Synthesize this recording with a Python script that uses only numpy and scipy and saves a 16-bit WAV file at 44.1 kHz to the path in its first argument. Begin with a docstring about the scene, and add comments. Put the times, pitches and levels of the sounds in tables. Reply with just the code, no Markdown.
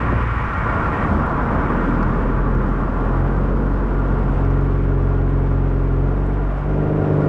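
"""On a wide city street, a cruising car is heard from its own bodywork, close to the exhaust.
Each firing of the engine sends a puff of gas down the pipe. The puffs blend into a note that sinks
to a deep drone, holds there and opens up into a growl near the end. Tyres roar on changing asphalt
and slowly fade, grit ticks against the body, and the passing air buffets the microphone."""
import sys
import numpy as np
from scipy import signal
from scipy.fft import rfft, irfft, next_fast_len
from scipy.io import wavfile
from scipy.ndimage import uniform_filter1d

SR = 44100
rng = np.random.default_rng(int(sys.argv[2]) if len(sys.argv) > 2 else 0)


def unload_audio(sound):
    """Save the sound as a 16-bit wav file, at the path given as the first command line argument."""
    columns = np.transpose(np.atleast_2d(sound))
    # keep every value between -1 and 1, then stretch to whole-number steps
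    steps = np.round(np.clip(columns, -1, 1) * 32767)
    wavfile.write(sys.argv[1], SR, steps.astype(np.int16))


N = 321048


def from_db(db):
    """Turn decibels into a number to multiply by."""
    return 10 ** (np.asarray(db) / 20)


def rms_one(x):
    """Scale a signal to an average strength (rms) of 1."""
    return x / np.sqrt(np.mean(x ** 2) + 1e-20)


def since(start_s):
    """Seconds gone by since start_s; 0 before it."""
    return np.maximum(np.arange(N) / SR - start_s, 0)


def in_time(rows):
    """Join a table's points with straight lines: one curve for each column after the time."""
    time_s, *columns = np.transpose(rows)
    return [np.interp(np.arange(N) / SR, time_s, column) for column in columns]


def drift(rate_hz):
    """A smooth random wander, about 1 in size; a higher rate wanders faster."""
    step, warm_up = 40, 2000
    pole = np.exp(-2 * np.pi * step * rate_hz / SR)
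    noise = rng.standard_normal(N // step + warm_up + 2)
    slow = signal.lfilter([1], [1, -2 * pole, pole * pole], noise)[warm_up:]
    return np.interp(np.arange(N) / step, np.arange(len(slow)), rms_one(slow))


def coloured(x, colour):
    """Give a sound a colour: which pitches are strong or weak. Pitches outside the table fade away."""
    hz, db = np.transpose(colour)
    size = next_fast_len(N)
    log_hz = np.log(np.maximum(np.arange(size // 2 + 1) * SR / size, 1))
    beyond = np.abs(log_hz - np.clip(log_hz, np.log(hz[0]), np.log(hz[-1])))
    gain = from_db(np.interp(log_hz, np.log(hz), db) - 60 * beyond)
    return irfft(rfft(x, size) * rms_one(gain), size)[:N]


def rush(colour):
    """A steady rushing noise of the given colour."""
    return coloured(rng.standard_normal(N), colour)


def rings(resonances, swell_db=2.0):
    """Random shaking keeps a few pitches ringing; each swells now and then."""
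    out = 0
    for hz, width_hz, db in resonances:
        band = signal.butter(2, [hz - width_hz / 2, hz + width_hz / 2], "band", fs=SR, output="sos")
        ringing = signal.sosfilt(band, rng.standard_normal(N)) * from_db(swell_db * drift(5.5))
        out = out + from_db(db) * rms_one(ringing)
    return out


def bursts(strikes, colour, decay_s):
    """Each strike on the car gives a burst of noise that dies quickly."""
    clicks = np.zeros(N)
    for start_s, db in strikes:
        clicks[int(start_s * SR)] = from_db(db)
    envelope = signal.lfilter([1], [1, -np.exp(-1 / (decay_s * SR))], clicks + 1e-18)
    return coloured(envelope * rng.standard_normal(N), colour)


# Grains hitting the car: start_s, strength_db, pitch_hz
GRIT_TICKS = [(1.265, -52, 8200), (2.030, -46, 5000), (2.551, -55, 6000), (2.575, -52, 5500),
              (4.45, -53, 5000), (4.508, -52, 5000), (4.612, -53, 5000), (4.858, -61, 11000),
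              (6.266, -56, 7000), (6.585, -61, 8000)]
# Colour of one tick: pitch_multiple, level_db
TICK_COLOUR = [(.5, -12), (1, 0), (1.25, -3), (1.7, -20)]

def grit():
    """Each flung grain ticks faintly against the body; small ones ring higher."""
    out = 0
    for start_s, strength_db, pitch_hz in GRIT_TICKS:
        colour = [(pitch_hz * multiple, db) for multiple, db in TICK_COLOUR]
        out = out + bursts([(start_s, strength_db)], colour, decay_s=.0018)
    return out


# Bumps in the road: start_s, strength_db
BUMPS = [(0.126, -12.5), (0.155, -23), (1.135, -17.5)]
# Colour of their thud: pitch_hz, level_db
THUD_COLOUR = [(60, -1), (120, 5), (200, -1.5), (380, -11.5), (620, -10), (900, -29)]

def jolts():
    """The road jolts the car, and the body thuds."""
    return bursts(BUMPS, THUD_COLOUR, decay_s=0.019)


# Stretches of asphalt: start_s, coarseness_db
STRETCHES = [(0, -1.5), (.21, -8), (.5, -6), (.66, 0), (1.35, 1.5), (2.4, .7), (3.75, -1), (4.35, -6),
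             (5.95, -4.5), (6.42, -7.5), (6.66, -5)]

def coarseness(crossing_s=0.18):
    """How rough the road is, in dB, as the wheels roll from one stretch onto the next."""
    db = np.zeros(N)
    for start_s, stretch_db in STRETCHES:
        db[max(int(start_s * SR), 0):] = stretch_db
    return uniform_filter1d(db, int(crossing_s * SR))


# Rise and fall of the tyre noise: time_s, roar_db, hiss_db
ROLLING = [(0, -27, -35), (.55, -25.5, -35), (.78, -22.5, -37), (1.02, -25.5, -34.5), (1.13, -25, -42),
           (1.6, -25, -40.5), (1.8, -26.5, -39), (1.95, -26, -41.5), (2.25, -29, -42.5), (2.7, -30, -46),
           (3.15, -30, -44.5), (3.55, -32.5, -47.5), (3.97, -32, -47), (4.3, -34, -44.5), (4.9, -37, -47),
           (6.1, -38.5, -47.5), (7.0, -37.5, -44.5), (7.24, -34, -45)]

def follow_drive(response, throttle):
    """A noise's level in dB follows the tyre roar, the asphalt and the rush of exhaust gas."""
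    base_db, roar_share, asphalt_share, throttle_rise_db = response
    roar_db, _ = in_time(ROLLING)
    road_db = roar_share * (roar_db - roar_db.mean()) + asphalt_share * coarseness()
    return base_db + road_db + throttle_rise_db * throttle


# Gusts around the car: peak_s, half_length_s, buffet_change_db, rumble_change_db, air_change_db
WIND_GUSTS = [(0.134, 0.088, 3.5, 0, -1), (.85, 0.08, 1, -1.5, 1), (1.12, 0.11, 5.5, 2.5, 2.5),
              (1.91, 0.13, -9, 3, 0.5), (2.448, 0.38, 1.5, 1, -1), (4.353, 0.16, 5.5, 2, 1),
              (7.242, 0.17, -4, 0, 2.5)]

def gusts():
    """Each gust briefly lifts or lowers the buffeting, the rumble and the airy hiss; three dB curves."""
    t = np.arange(N) / SR
    return sum(np.outer(changes_db, np.exp(-((t - peak_s) / half_s) ** 2))
               for peak_s, half_s, *changes_db in WIND_GUSTS)


# Colours of the wind's buffeting and the body's rumble: pitch_hz, level_db
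BUFFET_COLOUR = [(10, -13.5), (22, -4), (35, -8.5), (55, -2), (85, -0.5), (112, -3.5), (135, -5),
                 (170, -7.5), (230, -33)]
RUMBLE_COLOUR = [(95, -18), (135, -3.5), (165, -1), (210, 3.5), (280, -0.5), (340, -4.5), (440, -9),
                 (540, -18.5), (750, -37.5)]
# How each follows the drive: base_db, roar_share, asphalt_share, throttle_rise_db
BUFFET_RESPONSE = (-29.5, 0.66, 0, 6.5)
RUMBLE_RESPONSE = (-26.3, 0.2, 1.15, .5)

def slipstream(throb, throttle, flutter_db=0.26):
    """Lumpy wind hits the microphone, and the body's rumble throbs with the exhaust."""
    buffet_gust_db, rumble_gust_db, _ = gusts()
    buffet_db = follow_drive(BUFFET_RESPONSE, throttle) + buffet_gust_db + flutter_db * drift(6.0)
    buffet = from_db(buffet_db) * rush(BUFFET_COLOUR)
    rumble_db = follow_drive(RUMBLE_RESPONSE, throttle) + rumble_gust_db + flutter_db * drift(4.4)
    rumble = from_db(rumble_db) * rush(RUMBLE_COLOUR)
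    return buffet + rumble * throb


# Colours of the tyre noises, from low hum to airy hiss: pitch_hz, level_db
TREAD_COLOUR = [(230, -9.5), (340, -2.5), (470, 8), (600, 0.5), (760, -4), (900, -2), (1300, -34.5)]
DRUMMING_COLOUR = [(520, -9), (670, -4.5), (830, -8), (1000, -10)]
ROAR_COLOUR = [(600, -23.5), (780, -15.5), (880, -7.5), (1080, 0), (1230, -2.5), (1340, -4), (1480, -5.5),
               (1620, -10.5), (1800, -13.5), (2600, -35.5)]
HISS_COLOUR = [(1200, -11), (1600, 2.5), (1900, -4.5), (2000, -1.5), (2300, -5.5), (2700, -9), (3300, -20),
               (4200, -34.5), (6000, -43.5)]
AIR_COLOUR = [(2200, -7.5), (3000, 6.5), (4200, -3), (5400, -5), (6800, -10.5), (8000, -10.5), (9300, -18),
              (10500, -19.5), (12000, -36)]
# How tread hum and airy hiss follow the drive: base_db, roar_share, asphalt_share, throttle_rise_db
TREAD_RESPONSE = (-32.3, -0.08, 0.85, -.5)
AIR_RESPONSE = (-58.5, 0.22, 0.04, 0.5)
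# Hollow drumming of the tyres: time_s, level_db
DRUMMING_LEVELS = [(0, -33), (.15, -39), (.25, -42), (.55, -36), (.7, -32), (1.55, -29.5), (1.8, -34.5),
                   (2.6, -41), (3.15, -33), (3.5, -40.5), (4.4, -34), (4.65, -39), (5.8, -38.5),
                   (6.1, -37.5), (6.55, -36), (7.0, -33.5)]
# Ringing within the roar, and within the hiss at its loudest: pitch_hz, width_hz, relative_level_db
ROAR_RINGS = [(856.5, 54, -11.5), (993, 50, -9), (1158, 75, -7), (1382, 50, -8.5), (1552, 55, -17)]
HISS_RINGS = [(1870, 60, -2), (2243, 55, -8.5), (2410, 36, -15)]
# A faint ring of the bodywork: pitch_hz, width_hz, level_db
BODY_RINGS = [(1415, 50, -47)]

def tyres(throb, throttle, roar_trim_db=-2.5, hiss_trim_db=-1.3):
    """Tyres hum, drum, roar and hiss on uneven asphalt; hum and roar throb with the exhaust."""
    roar_db, hiss_db = in_time(ROLLING)
    *_, air_gust_db = gusts()
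    patchy_road = from_db(0.36 * drift(23))
    tread = from_db(follow_drive(TREAD_RESPONSE, throttle)) * rush(TREAD_COLOUR) * throb
    drumming = from_db(in_time(DRUMMING_LEVELS)[0]) * rush(DRUMMING_COLOUR)
    roar = from_db(roar_db + roar_trim_db) * (rush(ROAR_COLOUR) * throb ** 0.23 + rings(ROAR_RINGS))
    singing = from_db(0.56 * (hiss_db - hiss_db.max())) * rings(HISS_RINGS)  # clearest in strong hiss
    hiss = from_db(hiss_db + hiss_trim_db) * (rush(HISS_COLOUR) + singing)
    air_db = follow_drive(AIR_RESPONSE, throttle) + 0.28 * (hiss_db - hiss_db.mean()) + air_gust_db
    air = from_db(air_db + 0.75 * drift(30)) * rush(AIR_COLOUR)
    return patchy_road * (tread + drumming + roar + hiss + air + rings(BODY_RINGS))


# Engine speed: time_s, firings_per_s
ENGINE_SPEED = [(0.0, 60.0), (1.5, 46.5), (1.8, 41.7), (2.0, 40.6), (2.3, 43.0), (2.65, 43.8), (3.02, 42.5),
                (3.3, 45.3), (3.57, 47.1), (3.9, 46.1), (4.17, 46.1), (4.35, 45.2), (4.6, 46.0),
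                (5.1, 45.45), (5.65, 45.4), (5.97, 44.4), (6.15, 46.9), (6.4, 47.8), (6.52, 46.7),
                (6.7, 49.0), (6.95, 50.65), (7.28, 48.96)]

def engine_turning(unsteadiness=.002):
    """Burning fuel turns the engine a little unsteadily; the angle makes one circle per firing."""
    firing_hz, = in_time(ENGINE_SPEED)
    unsteady_hz = firing_hz * (1 + unsteadiness * drift(19.3))
    return firing_hz, 2 * np.pi * np.cumsum(unsteady_hz) / SR


def puffs(angle, depth):
    """Gas leaves in one puff per firing: a throb to multiply other sounds by."""
    return (1 + depth * np.cos(angle - .5)) / np.sqrt(1 + depth ** 2 / 2)


def pulse_lag(multiple):
    """How far a tone at this multiple of the firing rate trails the puff, in radians."""
    pipe_smear = .32 * max(multiple - 2, 0) ** 2  # high tones ring on in the pipe
    boom_lag = 1.0 * (multiple == 1)  # the deep boom builds up late
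    half_firing_lag = np.pi * multiple * (multiple % 1 > 0)  # only for in-between tones, such as 4.5
    return pipe_smear + boom_lag + half_firing_lag


# How hard the engine works: time_s, load (0 coasting to 1 pulling)
ENGINE_LOAD = [(0, 0.32), (.17, 0.52), (.3, 0.38), (.45, 0.077), (1.25, 0.025), (1.6, 0.11), (1.95, 0.37),
               (2.55, 0.58), (2.95, 0.26), (3.15, 0.76), (3.75, 0.68), (4.05, 0.8), (4.3, 0.76),
               (4.44, 0.95), (5.88, 0.9), (6.05, 0.9), (6.3, 0.8), (6.42, 0.8), (6.53, 0.48), (6.62, 0.18)]

def under_load(levels_db, throttle):
    """A tone's level follows the load, then moves to its last value as the throttle opens wide."""
    load, = in_time(ENGINE_LOAD)
    *steps_db, wide_open_db = levels_db
    load_db = np.interp(load, [0, .25, .6, 1], steps_db)  # coasting, easing off, cruising, pulling
    return (1 - throttle) * load_db + throttle * wide_open_db


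# Higher exhaust tones: firing_multiple, cruising_db, pulling_db, wide_open_db
GROWL_TONES = [(4, -39, -35.5, -27.5), (4.5, -46, -44, -41), (5, -42, -40, -40), (5.5, -48, -50, -33.5),
               (6, -37, -30.3, -26), (6.5, -44, -38.5, -34.5), (7, -50, -47, -41), (7.5, -41, -35, -28),
               (8, -48, -41, -46), (8.5, -43, -38, -29.5), (9, -47, -32.7, -32), (9.5, -43, -38, -36.5),
               (10, -54, -58, -38), (11, -48, -49, -33.5), (11.5, -56, -58, -45), (12, -54, -49, -44),
               (12.5, -52, -54, -36), (13, -53, -49, -43), (13.5, -57, -57, -46), (14, -54, -50, -45),
               (14.5, -58, -62, -43), (15, -58, -57, -48)]

def growl(angle, throttle, rough_db=.6):
    """Load brings out high tones, an open throttle turns them brassy; unequal cylinders add half steps."""
    out = 0
    for multiple, cruising_db, pulling_db, wide_open_db in GROWL_TONES:
        levels_db = [cruising_db - 14, cruising_db - 8, cruising_db, pulling_db, wide_open_db]
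        db = under_load(levels_db, throttle) + rough_db * drift(10)
        out = out + from_db(db) * np.cos(multiple * angle - pulse_lag(multiple))
    return np.sqrt(2) * out


# Low tones before the silencer, a row each for 1, 2 and 3 times the firing rate:
# coasting_db, easing_off_db, cruising_db, pulling_db, wide_open_db
DRONE_TONES = [(-28, -21.8, -18.5, -18.3, -20), (-37.5, -34, -27, -16, -23.3),
               (-37, -37, -30.5, -24.7, -17.7)]
# The silencer's boom and pipe resonance: pitch_hz, gain_db
SILENCER_GAIN = [(44, -0.5), (58, -2.5), (82, -3.5), (95, -7), (108, 4), (130, 4), (150, -1.5), (180, -12)]

def drone(firing_hz, angle, throttle, boom_ends_s=6.73, fade_db_per_s=45):
    """The puffs make three low tones, which swell as they pass the silencer's resonances."""
    pitch_hz, gain_db = np.transpose(SILENCER_GAIN)
    waver_db = 2.0 * from_db(coarseness())
    out = 0
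    for multiple, levels_db in enumerate(DRONE_TONES, 1):
        silencer_db = np.interp(np.log(multiple * firing_hz), np.log(pitch_hz), gain_db)
        db = under_load(levels_db, throttle) + silencer_db
        if multiple == 1:  # the deepest tone dies away in the final surge
            db -= fade_db_per_s * since(boom_ends_s)
        else:  # the other two waver, more so on coarse asphalt
            db += waver_db * drift(11)
        out = out + from_db(db) * np.cos(multiple * angle - pulse_lag(multiple))
    return np.sqrt(2) * out


def scene():
    """Wind, road and exhaust add up in one channel."""
    surge_s, rise_s = 6.52, 0.16  # the driver opens the throttle wide
    throttle = 1 - np.exp(-since(surge_s) / rise_s)
    firing_hz, angle = engine_turning()
    throb = puffs(angle, depth=0.099 + 0.11 * throttle)
    uneven_firing = from_db(1.5 * throttle * drift(40))  # wide open, no two firings are equally strong
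    exhaust = drone(firing_hz, angle, throttle) + uneven_firing * growl(angle, throttle)
    road = tyres(throb, throttle) + grit() + jolts()
    return (slipstream(throb, throttle) + road + exhaust)[None]


def record(dry, ceiling=1.0, cutoff_hz=13200):
    """Fade in quickly, round the peaks slightly and cut the highest treble."""
    fade_in = np.minimum(since(0) / .004, 1)
    rounded = ceiling * np.tanh(fade_in * dry / ceiling)
    return signal.sosfilt(signal.cheby2(12, 60, cutoff_hz, fs=SR, output="sos"), rounded)


dry = scene()
out = record(dry)
unload_audio(out)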